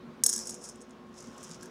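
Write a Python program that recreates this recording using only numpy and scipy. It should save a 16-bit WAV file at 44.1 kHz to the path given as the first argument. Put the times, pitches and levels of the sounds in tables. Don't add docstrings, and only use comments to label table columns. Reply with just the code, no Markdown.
import sys
import numpy as np
from scipy import signal
from scipy.io import wavfile
from scipy.ndimage import uniform_filter1d

SR = 44100
rng = np.random.default_rng(int(sys.argv[2]) if len(sys.argv) > 2 else 0)


def wrap_up_sound(samples):
    columns = np.atleast_2d(samples).T
    tamed = np.clip(columns, -1, 1)
    steps = np.round(tamed * 32767).astype(np.int16)
    wavfile.write(sys.argv[1], SR, steps)


N = 74970
T = np.arange(N) / SR

# frequency_hz, gain_db
AIR_EQ = [(28, -35.5), (55, -20.5), (110, -10), (160, -4.5), (250, -2), (310, -10), (500, -7), (800, -15),
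          (1100, -14), (2000, -23.5), (4400, -31), (7000, -42.5), (15000, -51.5)]
# time_s, gain_db
AIR_RIDE = [(0.5, 1), (0.75, -2.5), (1.35, 0)]
# pitch_hz, level_db
HUM_LINES = [(60, -72.5), (219, -60), (243, -61), (362, -57.5)]
# time_s, level_db
WHINE_RIDE = [(0.95, -68.5), (1.35, -60.5), (1.7, -68.5)]
# frequency_hz, t60_s
ROOM_DECAY = [(500, 1), (3000, 0), (6000, .5), (10000, 0.18), (15000, 0.6)]
# frequency_hz, gain_db
ROOM_EQ = [(500, -7.5), (3000, -4), (4700, 4), (6000, 2.5), (7200, -4.5), (10000, -6), (15000, -2.5)]

# frequency_hz, gain_db
RUB_EQ = [(400, -12), (1050, -1), (1550, -1.5), (1900, -10.5), (3500, -8), (7000, -30.5)]
# time_s, level_db
RUB_RIDE = [(0, -74), (0.7, -65), (1.08, -68.5), (1.2, -62.5), (1.45, -58), (1.7, -63)]
# start_s, level_db, pitch_hz
HAND_BUMPS = [(0.030, -37.5, 235), (0.07, -43, 156), (0.084, -41.5, 216), (0.167, -43.5, 257.5),
              (0.205, -47.5, 136.4), (0.363, -37, 227), (0.474, -41.5, 235.5), (0.873, -45, 252.3),
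              (1.267, -36.5, 232), (1.489, -41.5, 167.4)]
# time_s, pitch_hz, level_db
CIRCLING_NOTE = [(0.239, 431, -72), (0.291, 448.3, -57), (0.379, 475, -60.5), (0.47, 491.8, -54),
                 (0.55, 499, -57.5), (0.62, 472, -56.5), (0.67, 480, -84)]
# time_s, level_db
BOWL_ROLL_RIDE = [(0.28, -85), (0.31, -39), (0.39, -41), (0.45, -50.5), (0.53, -49.5), (0.59, -63.5),
                  (0.65, -47), (0.69, -54), (0.74, -70), (0.86, -78.5), (1.1, -85)]
# time_s, level_db
SHELL_ROLL_RIDE = [(0.9, -95), (1.12, -80), (1.18, -56), (1.27, -62), (1.32, -67.5), (1.42, -58.5),
                   (1.46, -53.5), (1.55, -69), (1.59, -78), (1.63, -55), (1.7, -77)]

# start_s, level_db, tilt_db_per_octave
SHELL_TICKS = [(1.1415, -44.5, -4), (1.162, -48.5, -5.5), (1.18, -37.5, -3), (1.1880, -36.5, -1),
               (1.2051, -33.5, 3), (1.225, -39.5, 5.5), (1.242, -42, -3), (1.271, -41.5, 1),
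               (1.281, -49, 1), (1.38, -37.5, 7), (1.386, -43, -1), (1.4073, -42, -2), (1.43, -33, 11),
               (1.4377, -33.5, 14), (1.4435, -34.5, 6), (1.448, -35.5, 2), (1.494, -37.5, 8),
               (1.5050, -37, -2), (1.512, -30, -0.5), (1.5203, -34, 0), (1.527, -42, 1), (1.534, -37.5, -4),
               (1.5447, -35, -2), (1.549, -39, -10), (1.555, -45, 7), (1.563, -46, 2), (1.61, -38.5, -1),
               (1.6245, -39.5, -11)]
# frequency_hz, gain_db
TICK_EQ = [(1000, -12), (2500, -12), (4200, -6), (5300, 8.5), (6800, 7), (8500, -0.5), (10000, -5),
           (12000, -15.5), (16000, -40)]
# start_s, level_db
RIM_CLICKS = [(1.6295, -33), (1.6576, -40)]
# pitch_hz, hard_drop_db, light_bounce_db, t60_s
PLASTIC_MODES = [(1640, -30, -29, .05), (5290, -18, -9, .036), (5850, -18, -9, .03), (6615, -.5, -4, .032),
                 (7170, -14, -10, .032), (7900, -5.5, -7, .034), (8800, -5, -4.5, .036),
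                 (9330, -10, -10, .03), (9850, 2, -7.5, .032), (11075, -14, -15, .03),
                 (12380, -13, -15.5, .028), (13355, -9.5, -24, .022), (13895, -11.5, -24, .022),
                 (15420, -24, -30, .022)]
# frequency_hz, gain_db
SNAP_EQ = [(200, -27.5), (900, -12.5), (1600, -2.5), (2450, -16.5), (3300, -1.5), (4300, 0), (6000, 6),
           (9500, -1), (16000, -23)]
# frequency_hz, gain_db
CRACK_EQ = [(120, -45), (900, -23.5), (1600, -18.5), (2450, -33.5), (3300, -21.5), (4300, -16.5),
            (5500, 2.5), (7000, 3.5), (9800, -7), (11000, -13), (14000, -22.5), (16500, -31.5)]
# start_s, level_db
BOWL_HITS = [(0.2370, 1), (0.2630, 1), (0.2919, -7), (0.296, -7), (0.299, -13), (0.3288, -11), (0.336, -11),
             (0.351, -22), (0.3616, -12), (0.3782, -17), (0.3894, -20), (0.398, -26.5), (0.456, -25.5),
             (0.4718, -17.5), (0.4802, -23.5), (0.4941, -17), (0.498, -19.5), (0.5072, -21), (0.543, -23.5),
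             (0.549, -29.5), (0.621, -35), (0.6294, -37), (0.6397, -24.5), (0.653, -38), (0.6780, -33),
             (0.6884, -23.5), (0.6957, -25.5), (0.7573, -37.5), (0.8060, -40), (0.8143, -33.5),
             (0.821, -35.5), (0.8945, -48), (0.9078, -41)]

AIR_DB, AIR_PATCH_DB, WHINE_HZ, WAVER_HZ, WAVER_DB = -52, 1.5, 1082, 1, 2
TAIL_DB, PREDELAY_S, EARLY_DB, EARLY_T60_S = -12.5, 0.013, -14.5, 0.09
BUMP_ATTACK_S, BUMP_T60_S = 0.015, 0.25
CONTACTS_PER_S, CONTACT_SPREAD_DB, BOWL_GRIT_DB, SHELL_ROLL_RING_DB = 610, 3.5, -3, -7.5
TICK_SNAP_DB, TICK_CRACK_DB, TICK_RING_DB, TICK_T60_S = -10, -9.5, -31, 0.022
CLICK_SNAP_DB, CLICK_RING_DB = -9.5, -17.5
SHELL_HZ, SHELL_T60_S, SHELL_DB = 1626, 0.056, -12
ROLL_TILT, CLICK_TILT = -10.5, 2.3
HIT_SNAP_DB, HIT_CRACK_DB, HIT_RING_DB, HIT_CRACK_T60_S = -6.5, -18, -15, 0.026
HARD_RANGE_DB = 5.5
HARD_CRACK_DB = -2
DULL_FROM_HZ, EDGE_HZ, DULLING = 8500, 16200, 0.3
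CONTACT_S, MODE_SCATTER_DB, PIVOT_HZ = 0.00015, 1, 8000
BALL_DETUNE, GRIP_DETUNE = 0.009, 0.035


def amp(db):
    return 10 ** (np.asarray(db) / 20)


def unit(x):
    return x / np.sqrt(np.mean(x ** 2) + 1e-20)


def curve_at(points, hz):
    frequencies, values = np.transpose(points)
    return np.interp(np.log(hz + 1), np.log(frequencies + 1), values)


def ride(points):
    return amp(np.interp(T, *np.transpose(points)))


def add(mix, start_s, sound):
    part = mix[round(start_s * SR):][:len(sound)]
    part += sound[:len(part)]


def tilt_db(hz, tilt):
    return tilt * np.log2(np.maximum(hz, PIVOT_HZ / 2) / PIVOT_HZ)


def eq(x, points, tilt=0):
    hz = abs(np.fft.fftfreq(len(x), 1 / SR))
    log_gain = np.log(amp(curve_at(points, hz) + tilt_db(hz, tilt)))
    return np.fft.ifft(np.fft.fft(x) * np.exp(np.conj(signal.hilbert(log_gain)))).real


def fade(t, t60):
    return np.exp(-np.log(1000) * t / t60)


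def wander(samples=3000):
    return unit(uniform_filter1d(uniform_filter1d(rng.standard_normal(N), samples), samples))


def wavering_tone(hz):
    turns = np.cumsum(hz + WAVER_HZ * wander()) / SR + rng.random()
    return unit(amp(WAVER_DB * wander()) * np.sin(2 * np.pi * turns))


def ventilation():
    spectrum = signal.stft(rng.standard_normal(N), nperseg=1024, noverlap=768)[2]
    patches = uniform_filter1d(rng.standard_normal(spectrum.shape), size=10, axis=0)
    patches = unit(uniform_filter1d(patches, size=10, axis=1))
    air = signal.istft(spectrum * amp(AIR_PATCH_DB * patches), nperseg=1024, noverlap=768)[1][:N]
    hum = sum(amp(db) * wavering_tone(hz) for hz, db in HUM_LINES)
    whine = ride(WHINE_RIDE) * wavering_tone(WHINE_HZ)
    return amp(AIR_DB) * ride(AIR_RIDE) * unit(eq(air, AIR_EQ)) + hum + whine


def workshop_reverb(x):
    t = T[:SR]
    taps = rng.standard_normal(SR) * (rng.random(SR) < 1 / 10)
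    hz, frame_s, spectrum = signal.stft(taps, SR, nperseg=256)
    spectrum *= fade(frame_s, curve_at(ROOM_DECAY, hz)[:, None])
    tail = signal.istft(spectrum, SR, nperseg=256)[1][:SR] * np.clip((t - PREDELAY_S) / 0.00092, 0, 1)
    early = rng.choice([-1., 1.], SR) * (rng.random(SR) < 1 / 50)
    early *= fade(t, EARLY_T60_S) * (t > PREDELAY_S)
    echoes = (amp(TAIL_DB) * unit(tail) + amp(EARLY_DB) * unit(early)) / np.sqrt(SR)
    return signal.fftconvolve(x, eq(echoes, ROOM_EQ))[:N]


def handling():
    out = ride(RUB_RIDE) * unit(eq(rng.standard_normal(N), RUB_EQ))
    t = T[:SR // 4]
    envelope = np.minimum(t / BUMP_ATTACK_S, 1) * fade(t, BUMP_T60_S)
    for start_s, db, hz in HAND_BUMPS:
        add(out, start_s, amp(db) * envelope * np.sin(2 * np.pi * hz * t))
    return out


def circling():
    time_s, hz, db = np.transpose(CIRCLING_NOTE)
    turns = np.cumsum(np.interp(T, time_s, hz)) / SR
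    gate = (T > time_s[0]) * (T < time_s[-1])
    return amp(np.interp(T, time_s, db)) * gate * np.sin(2 * np.pi * turns)


def plastic_ring(t, hardness=0, tilt=0, detune=BALL_DETUNE):
    modes = np.zeros(len(t))
    for hz, hard_db, light_db, t60 in PLASTIC_MODES:
        scatter, shift = rng.standard_normal(2)
        db = light_db + hardness * (hard_db - light_db) + tilt_db(hz, tilt) + MODE_SCATTER_DB * scatter
        turns = hz * (1 + detune * (1 - hardness) * shift) * t + rng.random()
        modes += amp(db) * fade(t, t60) * np.sin(2 * np.pi * turns)
    attack = 1 - np.exp(-(t / CONTACT_S) ** 2)
    return modes * attack


def contact_crack(t, points, tilt, t60):
    decay = fade(t, t60)
    burst = eq(rng.standard_normal(len(t)) * decay, points, tilt)
    return unit(burst) * np.sqrt(np.mean(decay ** 2))


def rolling_contacts():
    strength = amp(CONTACT_SPREAD_DB * np.minimum(rng.exponential(1, N), 4))
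    return strength * rng.choice([-1., 1.], N) * (rng.random(N) < CONTACTS_PER_S / SR)


def rolling(count=4):
    balls, t = [rolling_contacts() for _ in range(count)], T[:SR // 8]
    grit = unit(eq(sum(balls), TICK_EQ))
    ring = unit(sum(signal.fftconvolve(ball, plastic_ring(t, tilt=ROLL_TILT))[:N] for ball in balls))
    in_bowl = ride(BOWL_ROLL_RIDE) * unit(ring + amp(BOWL_GRIT_DB) * grit)
    in_shell = ride(SHELL_ROLL_RIDE) * unit(grit + amp(SHELL_ROLL_RING_DB) * ring)
    return in_bowl + in_shell


def shell_ticks():
    out, t = np.zeros(N), T[:SR // 8]
    for start_s, db, tilt in SHELL_TICKS:
        snap = amp(TICK_SNAP_DB) * eq(signal.unit_impulse(len(t)), TICK_EQ, tilt)
        ring = amp(TICK_RING_DB) * plastic_ring(t, tilt=tilt, detune=GRIP_DETUNE)
        crack = amp(TICK_CRACK_DB) * contact_crack(t, TICK_EQ, tilt, TICK_T60_S)
        add(out, start_s, amp(db) * (snap + crack + ring))
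    return out


def rim_clicks():
    out, t = np.zeros(N), T[:SR // 8]
    snap = eq(signal.unit_impulse(len(t)), SNAP_EQ, CLICK_TILT)
    low_note = amp(SHELL_DB) * np.sin(2 * np.pi * SHELL_HZ * t) * fade(t, SHELL_T60_S)
    for start_s, db in RIM_CLICKS:
        attack = amp(CLICK_SNAP_DB) * (snap + contact_crack(t, SNAP_EQ, CLICK_TILT, TICK_T60_S))
        ring = amp(CLICK_RING_DB) * plastic_ring(t, hardness=0.91, tilt=CLICK_TILT)
        add(out, start_s, amp(db) * (attack + ring + low_note))
    return out


def bowl_bounces():
    out, t = np.zeros(N), T[:SR // 8]
    snap = amp(HIT_SNAP_DB) * eq(signal.unit_impulse(len(t)), SNAP_EQ)
    for start_s, db in BOWL_HITS:
        hardness = np.clip(0.5 + db / HARD_RANGE_DB, 0, 1)
        crack_db = HIT_CRACK_DB + HARD_CRACK_DB * hardness
        crack = amp(crack_db) * contact_crack(t, CRACK_EQ, 0, HIT_CRACK_T60_S)
        ring = amp(HIT_RING_DB) * plastic_ring(t, hardness)
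        top_shelf = [(DULL_FROM_HZ, 0), (EDGE_HZ, DULLING * db)]
        add(out, start_s, amp(db) * eq(snap + crack + ring, top_shelf))
    return out


def scene():
    balls = bowl_bounces() + shell_ticks() + rim_clicks() + rolling()
    return (balls + workshop_reverb(balls) + circling() + handling() + ventilation())[None]


def record(dry):
    lowpass = signal.firwin(255, EDGE_HZ, window=("kaiser", 9), fs=SR)
    return signal.oaconvolve(dry, lowpass[None], "same")


dry = scene()
out = record(dry)
wrap_up_sound(out)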